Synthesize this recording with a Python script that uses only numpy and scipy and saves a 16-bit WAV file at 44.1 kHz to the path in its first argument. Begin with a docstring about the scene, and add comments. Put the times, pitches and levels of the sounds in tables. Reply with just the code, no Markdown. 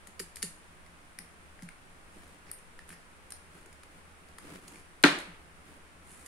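"""Over a steady hiss and a low hum, a screwdriver and wires clatter into the terminals of plastic contactors
on a wooden floor: case, clamp and steel tip resonate, two jolts set springs ringing, the boards thud softly.
From two seconds on, faint ticks, grating runs of tiny slips and rubs of noise mark feeling hands and wires.
Near five seconds a small relay topples with one loud knock, a noise crack and slap over ringing modes;
rubs, a scrape and a last click follow. Shaped noise tails give the answer of a bare little room."""
import sys
import numpy as np
from scipy import signal
from scipy.fft import rfft, irfft, next_fast_len
from scipy.io import wavfile
from scipy.ndimage import uniform_filter1d, map_coordinates

SR = 44100
rng = np.random.default_rng(int(sys.argv[2]) if len(sys.argv) > 2 else 0)


def to_wav(s):
    """Save 16-bit WAV."""
    ch = np.atleast_2d(s).T  # columns
    pcm = np.round(np.clip(ch, -1, 1) * 32767)  # PCM
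    wavfile.write(sys.argv[1], SR, pcm.astype(np.int16))


N = 276507

# resonances of the plastic case: (frequency [Hz], width of one pass [Hz], relative level [dB])
HOUSING = [(1440, 350, -4), (1880, 800, 11), (2620, 520, -12)]
# resonances of the terminal clamp: (frequency [Hz], width of one pass [Hz], relative level [dB])
CLAMP = [(4600, 1040, 0.19), (5010, 950, -2)]
# resonances of the steel tip: (frequency [Hz], width of one pass [Hz], relative level [dB])
TIP = [(9250, 620, 3.5), (10620, 680, -3), (11330, 680, -11.5)]
# broad resonances of the dry snap: (frequency [Hz], width [Hz], relative level [dB])
SNAP = [(3250, 1700, -7.5), (6850, 790, 0.5), (8400, 1400, 0), (10750, 1600, -0.5)]
# colour that small contacts throw into the room: (frequency [Hz], relative level [dB])
CLICK_ROOM = [(1500, -1), (3000, 0), (4500, 0.5), (9000, 2), (11500, 1), (13000, 0.5)]
# left-right likeness of room sound: (frequency [Hz], correlation [-1 to 1])
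ROOM_ALIKE = [(150, 0.99), (350, 0.89), (700, 0.28), (1500, 0), (8000, 0)]

CASE_HZ, SPRING_HZ, TIP_HZ = 1900, 4770, 9250  # reference pitches


def amp(db):
    """Decibels to amplitude."""
    return 10 ** (np.asarray(db) / 20)


def unit(x):
    """Scaled to rms 1."""
    return x / np.sqrt(np.mean(x ** 2) + 1e-20)


def packet(x):
    """Scaled to energy 1 per channel."""
    return x / np.sqrt(np.sum(x ** 2, axis=-1, keepdims=True) + 1e-20)


def along(points, hz):
    """Read (frequency, value) points on a log frequency axis."""
    f, v = np.transpose(points)
    return np.interp(np.log(hz + 1), np.log(f), v)


def filtered(x, response):
    """Multiply the spectrum of x by a response of frequency."""
    n = x.shape[-1]
    m = next_fast_len(n + SR // 4)
    return irfft(rfft(x, m) * response(np.fft.rfftfreq(m, 1 / SR)), m)[..., :n]


def resonate(x, peaks, order=1):
    """Ring a body's resonances; a higher order darkens the valleys between them."""
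    def response(f):
        total = 0
        for k, (centre, width, db) in enumerate(peaks):
            bandpass = 1j * f * width / (centre * centre - f * f + 1j * f * width)
            total = total + (-1) ** (k * order) * amp(db) * bandpass ** order
        return total
    return filtered(x, response)


def retuned(body, ratio):
    """The same resonances, higher or lower."""
    return [(hz * ratio, width, db) for hz, width, db in body]


def noise(size, spectrum, alike):
    """Stereo noise of rms 1; the balance of mid and side sets its left-right likeness."""
    def response(hz):
        turn = np.arccos(np.clip(along(alike, hz), -1, 1)) / 2
        return amp(along(spectrum, hz)) * np.array([np.cos(turn), np.sin(turn)])
    mid, side = filtered(rng.standard_normal((2, size)), response)
    return unit(np.array([mid + side, mid - side]))


def add(track, s, sound):
    """Mix a sound in at time s."""
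    part = track[:, round(s * SR):][:, :sound.shape[-1]]
    part += sound[..., :part.shape[1]]


def room(spectrum, gap, early_db, wall_s=0.013, wall_t60=0.33):
    """A fresh room answer: a tail that builds up and dies band by band, with a flare from the nearest wall."""
    # decay of the room: (frequency [Hz], t60 [s])
    room_t60 = [(150, 0.54), (300, 0.61), (700, 0.54), (2000, 0.61), (5000, 0.47), (10000, 0.47),
                (15000, 0.23)]
    hz, t, z = signal.stft(noise(SR * 2 // 3, spectrum, ROOM_ALIKE), SR, nperseg=256)
    tail = signal.istft(z * amp(-60 * t / along(room_t60, hz)[:, None]), SR, nperseg=256)[1]
    t = np.arange(tail.shape[1]) / SR
    flare = (t > wall_s) * amp(early_db - 60 * np.abs(t - wall_s) / wall_t60)
    return packet(tail * (1 - np.exp(-(t / gap) ** 2)) * (1 + flare))


def contact(body, t60, rise, detune=0.0067, order=1, blow=0):
    """An optional clean blow and a brief scrape ring a body, tuned a little differently each time."""
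    t = np.arange(SR // 20) / SR
    scrape = noise(len(t), [(11500, -4.5), (14000, -5.5)], [(2000, 0.94), (9000, 0.034)])
    scrape *= amp(-60 * t / t60) * (1 - np.exp(-t / rise))
    impulse = np.arange(len(t)) == round(2 * rise * SR)
    push = packet(scrape) + blow * impulse
    peaks = [(hz * np.exp(detune * rng.standard_normal()), width, db) for hz, width, db in body]
    return packet(resonate(push, peaks, order=order))


def background():
    """Steady room air, a low hum that partly wavers, and microphone hiss."""
    # colour of the room air: (frequency [Hz], relative level [dB])
    air = [(22, 1), (32, -7.5), (50, -14), (75, -5), (110, -17.5), (170, -12), (260, -14.5), (700, -17),
           (1400, -15), (2400, -19.5), (4000, -29), (6300, -32.5), (9300, -29.5), (15800, -52)]
    # colour of the treble hiss: (frequency [Hz], relative level [dB])
    air_top = [(7000, -19), (9300, -3.5), (10800, -10), (12000, -23.5)]
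    # left-right likeness of air and hiss: (frequency [Hz], correlation [-1 to 1])
    air_alike = [(60, 0.53), (130, 0.77), (290, 0.65), (640, 0.4), (1410, -0.2), (3100, 0.047),
                 (6820, -0.081), (15000, 0.041)]
    # noise through narrow low resonances wavers in level
    waver = resonate(noise(N, [(100, 0)], [(100, 0.99)]), [(80.7, 8.1, 11.0), (170.8, 6.3, -2.0)])
    waver = unit(resonate(waver, [(71.0, 23, -13.5), (166.0, 18, 13.5)]))
    steady = unit(np.sin(2 * np.pi * 78.4 * np.arange(N) / SR))
    hum = amp(-68.5) * steady + amp(-71.5) * waver
    return amp(-55) * noise(N, air, air_alike) + hum + amp(-70.0) * noise(N, air_top, air_alike)


def rubbing(grit_db=3, catch_db=2.0, catches_per_s=35, grains_per_s=260, grain_db=-4, spread_db=4):
    """Tiny slips: pressure makes cases drag and catch on wood, sliding makes insulation scuff and crackle."""
    # strokes of hand and wires: (start [s], length [s], pressure level [dB], sliding level [dB])
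    rubs = [(2.07, 0.32, -59.5, -64), (2.45, 0.075, -58, -69), (2.87, 0.086, -67, -56.5),
            (3.491, 0.16, -58.5, -63.5), (3.883, 0.15, -59.5, -68), (4.415, 0.19, -47, -56.5),
            (4.583, 0.25, -56.5, -60), (5.642, 0.15, -57.5, -66), (6.018, 0.38, -65, -57.5)]
    # case dragged on wood: (frequency [Hz], width [Hz], relative level [dB])
    drag_body = [(172, 42, 1.5), (292, 31, 4), (371, 110, -2.5), (1560, 1500, -12.5)]
    # colour of sliding insulation: (frequency [Hz], relative level [dB])
    slide = [(500, 9), (1800, 8), (3500, -0.5), (6000, -1), (9500, 9.5), (12000, -2.5), (13500, -8),
             (15000, -21)]
    swell_power = 0.57  # each stroke is a half sine raised to this power
    out, t = np.zeros((2, N)), np.arange(N) / SR
    slips = amp(grit_db * unit(uniform_filter1d(rng.standard_normal(N), size=120)))
    catches = amp(catch_db * map_coordinates(rng.standard_normal(N // 100), [t * catches_per_s]))
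    drag = unit(catches * resonate(slips * noise(N, [(1000, 0)], ROOM_ALIKE), drag_body))
    grains = (rng.random(N) < grains_per_s / SR) * amp(spread_db * rng.standard_normal((2, N)))
    crackle = unit(filtered(grains, lambda hz: amp(along(slide, hz)) * (hz > 1000)))
    scuff = slips * noise(N, slide, ROOM_ALIKE)
    hiss = unit(np.sqrt(catches) * (scuff + amp(grain_db) * crackle))
    for s, length, pressure_db, sliding_db in rubs:
        swell = np.abs(np.sin(np.pi * np.clip((t - s) / length, 0, 1))) ** swell_power
        out += swell * (amp(pressure_db) * drag + amp(sliding_db) * hiss)
    return out


def thuds(main_rise=0.0052, upper_rise=0.003, sag=0.43, upper_sag=0.06, settle=0.0091):
    """Soft thuds on the boards swell and die, their pitch gliding quickly down to rest."""
    # the assembly rocks on the boards: (time [s], level [dB], upper mode over main mode [dB])
    rockings = [(0.083, -52, -4), (.199, -44.5, 9.5), (.431, -37.5, -2), (1.195, -48.5, -10),
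                (1.625, -36.5, -24), (2.905, -50, -10), (3.66, -63.5, 16.5), (4.211, -50.5, -14),
                (5.274, -44, -27)]
    # resting pitches and decays of the main rocking mode and of the quicker upper mode
    board_hz, board_t60_s = 167.3, 0.22
    upper_hz, upper_t60_s = 380, 0.087
    out, t = np.zeros((2, N)), np.arange(SR // 3) / SR

    def phase(hz, glide):
        return 2 * np.pi * hz * np.cumsum(1 + glide * np.exp(-t / settle)) / SR

    for s, db, upper_db in rockings:
        # low noise roughens the phase of both modes
        grain = noise(len(t), [(50, 13), (130, -6), (400, -90)], [(100, 0.96)])
        main = amp(-60 * t / board_t60_s) * (1 - np.exp(-t / main_rise))
        main = main * np.sin(phase(board_hz, sag) + 0.36 * grain)
        upper = amp(upper_db - 60 * t / upper_t60_s) * (1 - np.exp(-t / upper_rise))
        upper = upper * np.sin(phase(upper_hz, upper_sag) + 0.96 * grain)
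        add(out, s, amp(db) * (main + upper))
    return out


def scrapes(slips_per_s=330, spread_db=4):
    """Parts grate on one another: an uneven run of tiny slips rings plastic and steel."""
    # grating runs: (start [s], length [s], case level [dB], steel level [dB]), before the mix trims
    runs = [(2.462, 0.053, -27, -47), (2.899, .05, -25.5, -35), (3.312, .024, -30, -32),
            (4.656, .05, -41, -40), (4.734, .045, -29, -30.5), (5.183, 0.03, -29, -35),
            (6.07, 0.063, -43, -24)]
    out, t = np.zeros((2, N)), np.arange(SR // 8) / SR
    for s, length, case_db, steel_db in runs:
        slips = (rng.random(len(t)) < slips_per_s / SR) * amp(spread_db * rng.standard_normal(len(t)))
        slips = slips * (t < length)
        plastic = packet(resonate(slips, HOUSING + CLAMP, order=2))
        steel = packet(resonate(slips, SNAP + TIP))
        grit = amp(case_db) * plastic + amp(steel_db) * steel
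        answer = room(CLICK_ROOM, gap=0.004, early_db=-13)
        add(out, s, amp(-4.0) * grit)
        add(out, s, amp(-1.5) * signal.fftconvolve(grit[None], answer, axes=1))
    return out


def jolts(wet_db=-7.0, scatter_db=2, chatter=0.038):
    """Springs in a jolted contactor chatter in their seats, which smears their ring; the room carries it on."""
    # a contactor is jolted: (time [s], level [dB], pitch of the reference spring mode [Hz])
    hits = [(0.197, -13, 4770), (0.4278, -8, 4600)]
    # spring modes at the reference pitch: (frequency [Hz], relative level [dB], t60 [s])
    springs = [(1900, -8, .07), (2900, -3.5, 0.054), (4370, -4, 0.035), (4770, 4.5, 0.034),
               (5000, -12, 0.059), (6400, -7, .05), (7200, -3, 0.031), (8280, 2, .05), (10100, 7, 0.048),
               (11200, 3.5, .04)]
    out, t = np.zeros((2, N)), np.arange(SR // 6) / SR
    for s, db, pitch_hz in hits:
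        ring = np.zeros((2, len(t)))
        for hz, level, t60 in springs:
            # a random walk of phase blurs each mode
            drift = chatter * np.sqrt(hz / CASE_HZ) * np.cumsum(rng.standard_normal(ring.shape), axis=1)
            phase = 2 * np.pi * (hz * pitch_hz / SPRING_HZ * t + rng.random((2, 1))) + drift
            mode_db = level + scatter_db * rng.standard_normal((2, 1))
            ring += amp(mode_db - 60 * t / t60) * np.sin(phase)
        ring = packet(ring)
        answer = room(CLICK_ROOM, gap=0.005, early_db=8, wall_s=0.015, wall_t60=0.19)
        add(out, s, amp(db) * ring)
        add(out, s, amp(db + wet_db) * signal.fftconvolve(ring, answer, axes=1))
    return out


def knock(s=5.0367, flat_after=0.001173, low_cut_hz=128):
    """The relay grazes the wood, cracks down on its edge, then slaps flat and drives the board."""
    # modes of the relay and the board under it: (frequency [Hz], relative level [dB], t60 [s])
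    modes = [(159, -13.5, 0.15), (196, -16, 0.22), (242, -9.5, 0.066), (288, -3.5, 0.16),
             (347, -4.5, 0.086), (417, -7, 0.055), (593, -23.5, 0.41), (772, -29, 0.39), (861, -14.5, 0.13),
             (970, -21.5, .25), (1040, -30, 0.14), (1190, -21.5, 0.26), (1306, -25, 0.26),
             (1338, -17.5, 0.2), (1407, -11, 0.15), (1550, -15.5, 0.27), (1600, -12.5, 0.2),
             (1770, -18, 0.21), (1867, -11.5, 0.19), (1917, -20, 0.22), (2104, -26, 0.13), (2170, -21, 0.2),
             (2256, -22, 0.195), (2425, -20, 0.36), (2517, -13.5, 0.09), (2850, -32.5, 0.097),
             (3630, -20, 0.23), (3860, -30, .24), (4190, 1, 0.022), (5200, -27, 0.0394)]
    # colour that the blow throws into the room: (frequency [Hz], relative level [dB])
    knock_colour = [(100, -62), (160, -6.5), (200, -17.5), (310, -5), (490, -12), (700, -9.5), (1000, -9),
                    (1700, -8), (2600, -11), (3800, -13), (4250, -11.5), (4800, -18), (6000, -22.5),
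                    (10600, -27), (12500, -36), (15500, -70)]
    out, t = np.zeros((2, N)), np.arange(SR // 2) / SR
    add(out, s - .009, amp(-24.0) * contact(CLAMP + SNAP, t60=0.0078, rise=.0002))  # the graze

    crack_colour = [(700, -13), (2600, 1.5), (4200, -0.5), (6000, -5.0),
                    (10800, -11), (13000, -20), (15000, -53)]
    crack = noise(len(t), crack_colour, [(2000, 0.47), (5000, 0.019)])
    crack *= amp(-60 * t / 0.014) * (1 - np.exp(-(t / 0.0011) ** 2))
    add(out, s, amp(-6.5) * crack)

    for k, (hz, db, t60) in enumerate(modes):
        # short waves reach the two microphones out of step
        skew = np.arccos(np.clip(along(ROOM_ALIKE, hz / 3), -1, 1)) / 2 * rng.choice([-1, 1])
        phase = 2 * np.pi * hz * t + np.array([[skew], [-skew]])
        # each mode builds up with a time constant of half a cycle
        envelope = amp(db - 10.5 - 60 * t / t60) * (1 - np.exp(-t * hz / .5))
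        add(out, s + flat_after, (-1) ** k * envelope * np.sin(phase))

    # the flat side shoves the board for a few cycles
    shove = np.sin(2 * np.pi * 295 * t) * amp(-60 * t / 0.01) * (1 - np.exp(-t / 0.0035))
    add(out, s + flat_after, -amp(-15.0) * shove)

    slap_colour = [(300, -5.0), (500, -4), (800, -3), (1700, 2.0), (3000, -3.0), (6000, -39)]
    slap = noise(len(t), slap_colour, [(500, 0.88), (1500, 0.41), (3000, .1)])
    slap *= amp(-60 * t / 0.028) * (1 - np.exp(-t / 0.002))
    add(out, s + flat_after, amp(-3.0) * slap)

    add(out, s, amp(11.5) * room(knock_colour, gap=0.004, early_db=-0.5))
    # a steep low cut leaves the knock almost no deep bass
    return signal.sosfilt(signal.butter(6, low_cut_hz, "highpass", fs=SR, output="sos"), out)


def click(case_db, case_hz, clamp_db, tip_db, tip_hz, snap_db, pan_db):
    """One contact and its room: case, clamp and tip ring; a hard snap lengthens the scrape."""
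    # 22 ms at a snap of -17 dB, doubling with every 44 dB
    t60 = 0.022 * 2 ** ((snap_db + 17) / 44)
    blow = 0.59  # weight of the clean blow against the scrape
    housing, tip = retuned(HOUSING, case_hz / CASE_HZ), retuned(TIP, tip_hz / TIP_HZ)
    direct = amp(case_db) * contact(housing, t60=0.65 * t60, rise=0.000498, order=2, blow=blow)
    direct += amp(clamp_db) * contact(CLAMP, t60=t60, rise=0.00033, order=2, blow=blow)
    direct += amp(tip_db) * contact(tip, t60=0.84 * t60, rise=0.0003, order=2, blow=blow)
    direct += amp(snap_db) * contact(SNAP, t60=1.8 * t60, rise=0.00052)
    answer = room(CLICK_ROOM, gap=0.0018, early_db=4, wall_s=0.011, wall_t60=0.31)
    out = amp(-8.5) * signal.fftconvolve(direct, answer, axes=1)
    pan = amp(np.array([[pan_db], [-pan_db]]) / 2)
    add(out, 0, amp(-2.25) * direct * pan)
    return out


def clicks(count=7):
    """Tool and parts meet in clear contacts; faint ticks scatter while the fingers feel their way."""
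    # contacts, levels before the mix trims: (time [s], plastic case level [dB], case pitch [Hz],
    # clamp level [dB], steel tip level [dB], tip pitch [Hz], dry snap level [dB], left over right [dB])
    contacts = [(0.071, -29.5, 2050, -40, -26, 9200, -24.5, 4),
                (0.194, -20.5, 1950, -21, -30, 9200, -17.5, -11),
                (0.1996, -19, 1780, -20.5, -24, 9200, -15.5, 10),
                (0.3578, -35, 2200, -27, -20, 9150, -19.5, 4),
                (.368, -23.5, 1900, -26, -22, 9000, -20.5, 0), (0.4217, -27, 2200, -21, -19, 9900, -26, 6),
                (0.4264, -16, 1980, -16, -12, 9000, -5.5, 1), (.863, -32.5, 2020, -41, -41, 9400, -46, -2),
                (1.1873, -19, 2100, -22, -15, 9380, -35, 5), (1.591, -27.5, 1920, -52, -50, 9300, -52, 3),
                (1.622, -29, 1900, -33, -36, 9500, -28, 3), (1.6312, -37, 1780, -36, -33, 9400, -30, 1),
                (1.688, -20.5, 1950, -41, -28.5, 9260, -32, 5),
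                (2.496, -30.5, 2250, -47, -46, 9300, -51, 2), (2.5141, -31, 1810, -27.5, -10, 9250, -42, 1),
                (2.586, -50, 1870, -49, -42, 9250, -33, 0),
                (2.7903, -20.5, 1810, -34.5, -36, 9220, -33, -1),
                (2.891, -32, 2050, -40, -22, 9410, -33, 0), (2.903, -22.5, 1750, -41, -34, 9500, -34, 1),
                (2.926, -29, 1560, -39, -29, 9100, -38, 0), (3.3045, -32, 2170, -35, -23, 9140, -22, -1),
                (3.321, -26, 1670, -22, -14.5, 9200, -34, 3), (3.659, -33, 1830, -51, -35, 9360, -31.5, -1),
                (3.727, -33, 2040, -39, -36, 9300, -31.5, 0),
                (3.833, -28.5, 1680, -35, -38, 9350, -31.5, 2), (4.286, -39, 2050, -39, -45, 9300, -36, 0),
                (4.3833, -23, 2100, -33, -27, 9400, -26.5, 1), (4.384, -21.5, 1380, -38, -27, 8850, -35, 0),
                (4.679, -34, 2400, -32, -42, 8930, -21.5, -1), (4.757, -26.5, 2400, -39, -36, 9300, -32, 0),
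                (5.1862, -28, 1730, -35, -32, 8950, -18.5, -5), (5.201, -30, 1900, -36, -36, 9300, -26, -2),
                (6.2604, -32.5, 2020, -48, -29, 9300, -22, -6)]
    fiddle_from_s, fiddle_to_s = 2.1, 3.6
    tick_db, tick_spread_db = -43, 3
    out = np.zeros((2, N))
    for s, *row in contacts:
        add(out, s, click(*row))
    for share in rng.random(count):
        s = fiddle_from_s + share * (fiddle_to_s - fiddle_from_s)
        db = tick_db + tick_spread_db * rng.standard_normal()
        add(out, s, click(db, CASE_HZ, db - 10, db, TIP_HZ, db - 8, 0))
    return out


def scene():
    """Everything at the microphones."""
    return clicks() + jolts() + scrapes() + thuds() + knock() + rubbing() + background()


def record(dry):
    """Peaks near full scale are rounded off, then nothing is kept above the band limit."""
    held = dry / (1 + np.abs(dry) ** 6) ** (1 / 6)
    return filtered(held, lambda hz: hz < 15750)


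dry = scene()
out = record(dry)
to_wav(out)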